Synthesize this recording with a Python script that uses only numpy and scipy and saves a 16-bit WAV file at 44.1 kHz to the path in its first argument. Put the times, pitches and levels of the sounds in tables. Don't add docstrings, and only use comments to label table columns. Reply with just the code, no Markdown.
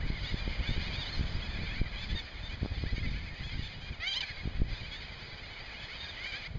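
import sys
import numpy as np
from scipy import signal
from scipy.fft import rfft, irfft, next_fast_len
from scipy.io import wavfile
from scipy.ndimage import uniform_filter1d

SR = 44100
rng = np.random.default_rng(int(sys.argv[2]) if len(sys.argv) > 2 else 0)


def to_wav(s):
    ch = np.atleast_2d(s).T
    pcm = np.round(np.clip(ch, -1, 1) * 32767)
    wavfile.write(sys.argv[1], SR, pcm.astype(np.int16))


N = 290393
TIME = np.arange(N) / SR

# t/s, body level/dB, treble level relative to the body/dB
CHORUS_LEVEL = [(0, -49.5, -5), (.25, -48, 2), (.58, -48.5, -1), (.8, -43.5, -.5), (1.27, -53, 5.5),
                (1.72, -44, -5), (1.89, -48, -4.5), (2.1, -49, 2), (2.33, -52, -1.5), (2.62, -55, 2),
                (2.98, -47, -0.5), (3.3, -49.5, -3.5), (3.62, -50, 2), (3.96, -56.5, 0), (4.3, -44.5, -2.5),
                (4.52, -56, -1), (4.75, -49, 0), (5.25, -52.5, 1.5), (5.7, -48.5, -3), (6, -48, 1),
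                (6.13, -51, 0.5), (6.3, -45, -1.5)]
# f/Hz, level/dB
CHORUS_COLOUR = [(600, -25), (1200, -17), (1600, -7.5), (2100, 3), (2400, 3), (3100, 1), (3700, -2),
                 (4300, -0.5), (4900, 0.5), (7000, -6.5)]
# t/s, length/s, middle f/Hz, glide from start to end/Hz, level/dB
CRIES = [(0.233, 0.082, 916, 209.5, -43.5), (0.36, .057, 881, -6, -48), (0.478, 0.1, 773, 111, -48.5),
         (0.618, .083, 743, 123, -43), (0.659, 0.096, 900, 95, -40.5), (0.742, 0.036, 791, -140, -45),
         (.781, .059, 775, 209, -45.5), (0.917, .08, 880, 201.5, -44.5), (0.982, 0.061, 923, -110, -39.5),
         (1.052, 0.059, 985, 300.5, -43.5), (1.121, .045, 1054, -68, -42), (1.205, 0.036, 844, 144, -44.5),
         (1.41, 0.0616, 838, 42, -47.5), (1.658, .1, 832, 58, -48), (1.746, .04, 747, 111.5, -45),
         (1.954, 0.11, 861, 110.5, -45), (2.085, 0.043, 877, 32.5, -46.5), (2.146, .065, 906, -40.5, -40.5),
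         (2.423, 0.067, 907, -20, -46.5), (2.486, .07, 787, 128, -46), (3.023, 0.046, 690, -36, -43),
         (3.423, 0.087, 848, 49.5, -45.5), (3.618, .068, 886, -12, -44.5), (3.798, 0.11, 800, 55, -49.5),
         (3.914, 0.047, 769, -200, -48), (4.729, 0.097, 910, 147, -52), (4.899, .11, 883, 167, -47),
         (5.784, 0.088, 855, 2.5, -49), (5.995, 0.066, 924, -14, -45), (6.081, .039, 910, -87.5, -44),
         (6.159, .1, 694, 138.5, -44.5), (6.222, .095, 785, 77.5, -42), (6.315, 0.049, 776, 76.5, -41.5)]
# f/Hz, level/dB
CRY_COLOUR = [(600, -18.5), (1000, -10.5), (1500, -3.5), (2100, 0.5), (3000, 0.5), (4000, -4), (4900, 0),
              (6200, -0.5), (7500, -3.5)]
# t/s, f/Hz, level/dB
SCREAM = [
    [(4.000, 603, -45.5), (4.035, 680.4, -32.5), (4.057, 733, -37.5), (4.080, 774, -30),
     (4.100, 796, -37.5), (4.131, 784, -32.5), (4.151, 946, -37), (4.173, 1035, -30), (4.189, 1066, -39),
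     (4.197, 990, -50)],
    [(4.2045, 1014, -49), (4.207, 1009, -31), (4.217, 953, -33.5), (4.227, 795, -39.5), (4.238, 792, -31.5),
     (4.258, 718, -64)],
]
# f/Hz, level/dB
SCREAM_COLOUR = [(600, -12), (1000, -10), (1500, -13), (2100, -6), (3000, -6), (4000, -5.5), (4900, 1),
                 (6200, 4), (7500, -6.5)]
# t/s, level/dB
SURF_LEVEL = [(0, -55), (1.1, -52), (2, -56), (3.6, -59.5), (4.4, -57.5), (6.4, -56), (6.58, -62.5)]
# f/Hz, level per Hz/dB
SURF_SPECTRUM = [(20, 3.5), (60, -3), (150, 3), (300, -0.5), (600, 2.5), (1200, -1.5), (2500, 1),
                 (5000, -11), (7500, -9)]
# t/s, level/dB
WIND_LEVEL = [(0, -33), (.25, -39.5), (.72, -33), (1.07, -42), (1.23, -35), (1.42, -39.5), (1.6, -36.5),
              (2.02, -41.5), (2.15, -32.5), (2.26, -51), (2.42, -41), (3.05, -32.5), (3.3, -44),
              (3.58, -37.5), (3.76, -47), (3.9, -40.5), (4.1, -54.5), (4.68, -35.5), (4.87, -45.5),
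              (5.2, -49.5), (6.44, -51), (6.54, -38)]
# f/Hz, level per Hz/dB
WIND_SPECTRUM = [(10, -5.5), (25, 3), (45, 1.5), (80, -2), (140, -7.5), (220, -16.5), (350, -28),
                 (700, -46), (1500, -69.5), (3000, -90.5)]
# t/s, peak level/dB, decay length/s, time from suction to push/s
BUFFETS = [(0.103, -24, 0.0067, 0.00068), (0.344, -25, 0.0018, 0.0011), (.478, -25.5, 0.0026, .00055),
           (.693, -26, .0033, 0.001), (0.779, -28.5, .004, 0.0011), (1.195, -25.5, 0.0055, 0.00093),
           (1.211, -23.5, .0028, 0.0013), (1.353, -27.5, 0.0057, 0.0013), (1.59, -28, .005, 0.0012),
           (1.816, -21.5, 0.0079, 0.00061), (2.632, -26.5, 0.00099, 0.00094),
           (2.65, -31.5, 0.0044, 0.00026), (2.66, -28.5, 0.0014, 0.00025), (2.839, -27, 0.0016, 0.00058),
           (2.982, -29, 0.0044, 0.00054), (3.116, -29.5, 0.0044, 0.0012), (3.595, -27.5, .004, 0.0011),
           (4.457, -27.5, .0028, 0.0011), (4.476, -27.5, .004, 0.00058), (4.601, -28, .018, 0.00079),
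           (4.619, -21, 0.0099, 0.00049)]
# f/Hz, level/dB
MIC_RESPONSE = [(20, 0), (4850, 2), (5050, -5), (5350, -13), (5800, -14), (6400, -11.5), (7200, -15),
                (7500, -45)]
# f/Hz, width/Hz
FILTER_NOTCHES = [(2705, 566), (5500, 330)]


def chorus(body_db=0.0, treble_db=-1.0, split_hz=2750):
    far = flock(count=90, repeats=8, rough=.25, spread_db=4, throat_db=5)
    nearer = flock(count=270, repeats=1, rough=.14, spread_db=3, throat_db=9)
    calls = scatter(far, t60=.3, wet_db=-8) + 1.6 * scatter(nearer, t60=.15, wet_db=-14)
    body = shaped(calls, lambda f: 1 / (1 + (f / split_hz) ** 16))
    treble = calls - body
    db, bright_db = follow(CHORUS_LEVEL, TIME)
    body_part = gain_of(body_db) * steady(body)
    treble_part = gain_of(bright_db + treble_db) * steady(treble)
    return gain_of(db) * (body_part + treble_part)


def flock(count, repeats, rough, spread_db, throat_db, pitch_hz=790):
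    out = np.zeros((2, N))
    slots = rng.permutation(count * repeats).reshape(count, repeats)
    for turns in slots:
        length, pitch, rise, bend, throat, pan_db = rng.standard_normal(6)
        middle = pitch_hz * np.exp(.12 * pitch)
        first = .87 - .11 * rise
        last = .93 + .12 * rise + .04 * bend
        hz = arch(.056 * np.exp(.25 * length), middle * first, middle, middle * last)
        throat_hz = middle * 3.55 * np.exp(0.36 * throat)
        cry = tern(hz, rough, throat_hz, CHORUS_COLOUR, throat_db)
        cry = cry * signal.windows.tukey(len(hz), .4)
        for slot, (late, loud) in zip(turns, rng.random((repeats, 2))):
            start_s = (slot + 2 * late - 2) / slots.size * N / SR
            add(out, start_s, gain_of(spread_db * (2 * loud - 1)) * cry, pan_db)
    return evened(out)


def neighbours(level_db=-1.0):
    out = np.zeros((2, N))
    for s, length, pitch, glide, db in CRIES:
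        ends = pitch * (1 - .025)
        hz = arch(length, ends - glide / 2, pitch, ends + glide / 2)
        throat_hz = 2740 * (pitch / 799) ** 1.62
        cry = tern(hz, .18, throat_hz, CRY_COLOUR, throat_db=16.0, throat_width=490)
        cry = cry * signal.windows.tukey(len(hz), .4)
        add(out, s, gain_of(db + level_db) * cry, rng.normal(0, 1.5))
    return out


def close_bird(level_db=0., pan_db=-1., breaks=0.66, shut_db=-5., muffle_hz=4200):
    beak_shut_hz, beak_open_hz = 2270, 3220
    beak_opens_hz, beak_span_hz = 160, 22
    held_rough, rough_per_hz_s = 0.087, .00003
    out = np.zeros((2, N))
    for note in SCREAM:
        t = np.arange(note[0][0], note[-1][0], 1 / SR)
        hz, db = follow(note, t)
        slide = uniform_filter1d(abs(np.gradient(hz)) * SR, size=600)
        rough = np.minimum(held_rough + rough_per_hz_s * slide, .45)
        beak = (1 + np.tanh((hz - hz.min() - beak_opens_hz) / beak_span_hz)) / 2
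        throat_hz = beak_shut_hz + (beak_open_hz - beak_shut_hz) * beak
        voice = tern(hz, rough, throat_hz, SCREAM_COLOUR, throat_db=20.5, throat_width=900,
                     jitter=0.065, rasp=0.94)
        dull = shaped(voice, lambda f: 1 / (1 + (f / muffle_hz) ** 8))
        voice = dull + gain_of(shut_db * (1 - beak)) * (voice - dull)
        half_pitch = np.sin(np.pi * np.cumsum(hz) / SR)
        uneven = breaks * rough * wander(len(t), 500) * half_pitch
        add(out, t[0], gain_of(db + level_db) * voice * (1 + uneven), pan_db)
    return out


def tern(hz, rough, throat_hz, colour, throat_db, throat_width=550, jitter=0.035, rasp=1.5):
    n = len(hz)
    turns = np.cumsum(hz * (1 + jitter * rough * wander(n, 600))) / SR
    k = np.arange(1, 10)[:, None]
    resonance_db = throat_db / (1 + ((k * hz - throat_hz) / throat_width) ** 2)
    size = gain_of(read(colour, k * hz) + resonance_db)
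    size /= np.sqrt((size ** 2).sum(0) / 2)
    phase = rng.random(k.shape)
    harmonics = size * np.sin(2 * np.pi * (k * turns + phase))
    return harmonics.sum(0) * (1 + rasp * rough * wander(n, 900))


def arch(length, first, middle, last, sag=.05, waver=0.0096):
    u = np.linspace(-1, 1, max(int(length * SR), 64))
    arc = middle + u * (last - first) / 2 + u ** 2 * ((first + last) / 2 - middle)
    return arc * (1 - sag * u ** 6) * (1 + waver * wander(len(u), 108.0))


def scatter(x, t60, wet_db):
    t = np.arange(SR // 2) / SR
    noise = rng.standard_normal((3, len(t)))
    struck = rng.random((3, len(t))) < 1500 / SR
    taps = noise * struck * gain_of(-60 * t / t60) * (t > .004)
    tail = taps[0] + 0.12 * taps[1:]
    tail = tail / np.linalg.norm(tail[0])
    return x + gain_of(wet_db) * signal.fftconvolve(x, tail, axes=1)[:, :N]


def surf(level_db=6.5, width=0.064):
    mid, side = shaped(rng.standard_normal((2, N)), lambda f: gain_of(read(SURF_SPECTRUM, f)))
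    side = width * shaped(side, lambda f: f / (f + 300))
    wash = evened(np.array([mid + side, mid - side]))
    return gain_of(follow(SURF_LEVEL, TIME)[0] + level_db) * wash


def wind(level_db=0.0, lumps_db=5.0, flutter_db=-18.0, flutter_hz=220, width=0.067):
    slow, fast, side = rng.standard_normal((3, N))
    rumble = shaped(slow, lambda f: gain_of(read(WIND_SPECTRUM, f)))
    rumble = evened(rumble * gain_of(lumps_db * wander(N, 45)))
    rumble = rumble / np.sqrt(abs(uniform_filter1d(rumble ** 2, size=6000)) + 1e-6)
    stereo = np.array([fast + width * side, fast - width * side])
    flutter = shaped(stereo, lambda f: f / flutter_hz / (1 + (f / flutter_hz) ** 4))
    flutter = evened(flutter * np.minimum(rumble ** 2, 5))
    speed = gain_of(follow(WIND_LEVEL, TIME)[0])
    flutter_gain = gain_of(flutter_db) * np.sqrt(speed / speed.max())
    return gain_of(level_db) * speed * (rumble + flutter_gain * flutter)


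def buffets(level_db=0.):
    out = np.zeros((2, N))
    t = np.arange(-SR // 20, SR // 20) / SR
    for s, db, length, edge in BUFFETS:
        flip = np.tanh(t / edge) * np.exp(-abs(t) / length)
        add(out, s + t[0], gain_of(db + level_db) * flip / flip.max())
    return out


def gain_of(db):
    return 10 ** (np.asarray(db) / 20)


def evened(x):
    return x / np.sqrt(np.mean(x ** 2) + 1e-20)


def steady(x):
    return x / np.sqrt(abs(uniform_filter1d((x ** 2).mean(0), size=6000)) + 1e-9)


def read(points, hz):
    f, value = np.transpose(points)
    return np.interp(np.log(hz + 1), np.log(f + 1), value)


def follow(rows, t):
    s, *columns = np.transpose(rows)
    return [np.interp(t, s, c) for c in columns]


def shaped(x, gain):
    size = next_fast_len(x.shape[-1] + 4096)
    spectrum = rfft(x, size) * gain(np.fft.rfftfreq(size, 1 / SR))
    return irfft(spectrum, size)[..., :x.shape[-1]]


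def wander(n, rate):
    return np.interp(np.arange(n) * rate / SR, np.arange(4096), rng.standard_normal(4096))


def add(mix, s, sound, pan_db=0):
    part = mix[:, max(round(s * SR), 0):][:, :len(sound)]
    part += gain_of([[pan_db / 2], [-pan_db / 2]]) * sound[:part.shape[1]]


def scene(balance_db=-0.7):
    cries = scatter(neighbours(), t60=0.081, wet_db=-11)
    scream = scatter(close_bird(), t60=0.23, wet_db=-14.5)
    birds = chorus() + cries + scream
    drop_s, drop_db = 6.472, -15
    drop = gain_of(drop_db * np.clip((TIME - drop_s) / 0.009, 0, 1))
    balance = gain_of([[balance_db / 2], [-balance_db / 2]])
    return (birds * drop + surf()) * balance + wind() + buffets()


def record(dry, threshold_db=-28.5, slope=0.96, recovery_db=106.0, edge_hz=7450):
    low = shaped(dry, lambda f: 1 / (1 + (f / 700) ** 4))
    power_db = 10 * np.log10(abs(uniform_filter1d((low ** 2).mean(0), size=300)) + 1e-12)
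    fall = TIME * recovery_db
    held_db = np.maximum.accumulate(power_db + fall) - fall
    over_db = np.maximum(held_db - threshold_db, 0)
    ducked = low + (dry - low) / gain_of(slope * uniform_filter1d(over_db, size=200))

    def notches(f):
        return np.prod([abs(f - hz) / np.hypot(f - hz, width / 2) for hz, width in FILTER_NOTCHES], axis=0)

    coloured = shaped(ducked, lambda f: gain_of(read(MIC_RESPONSE, f)) * notches(f))
    band_limit = signal.firwin(1023, edge_hz, window=("kaiser", 9), fs=SR)
    return signal.oaconvolve(coloured, band_limit[None], "same")


dry = scene()
out = record(dry)
to_wav(out)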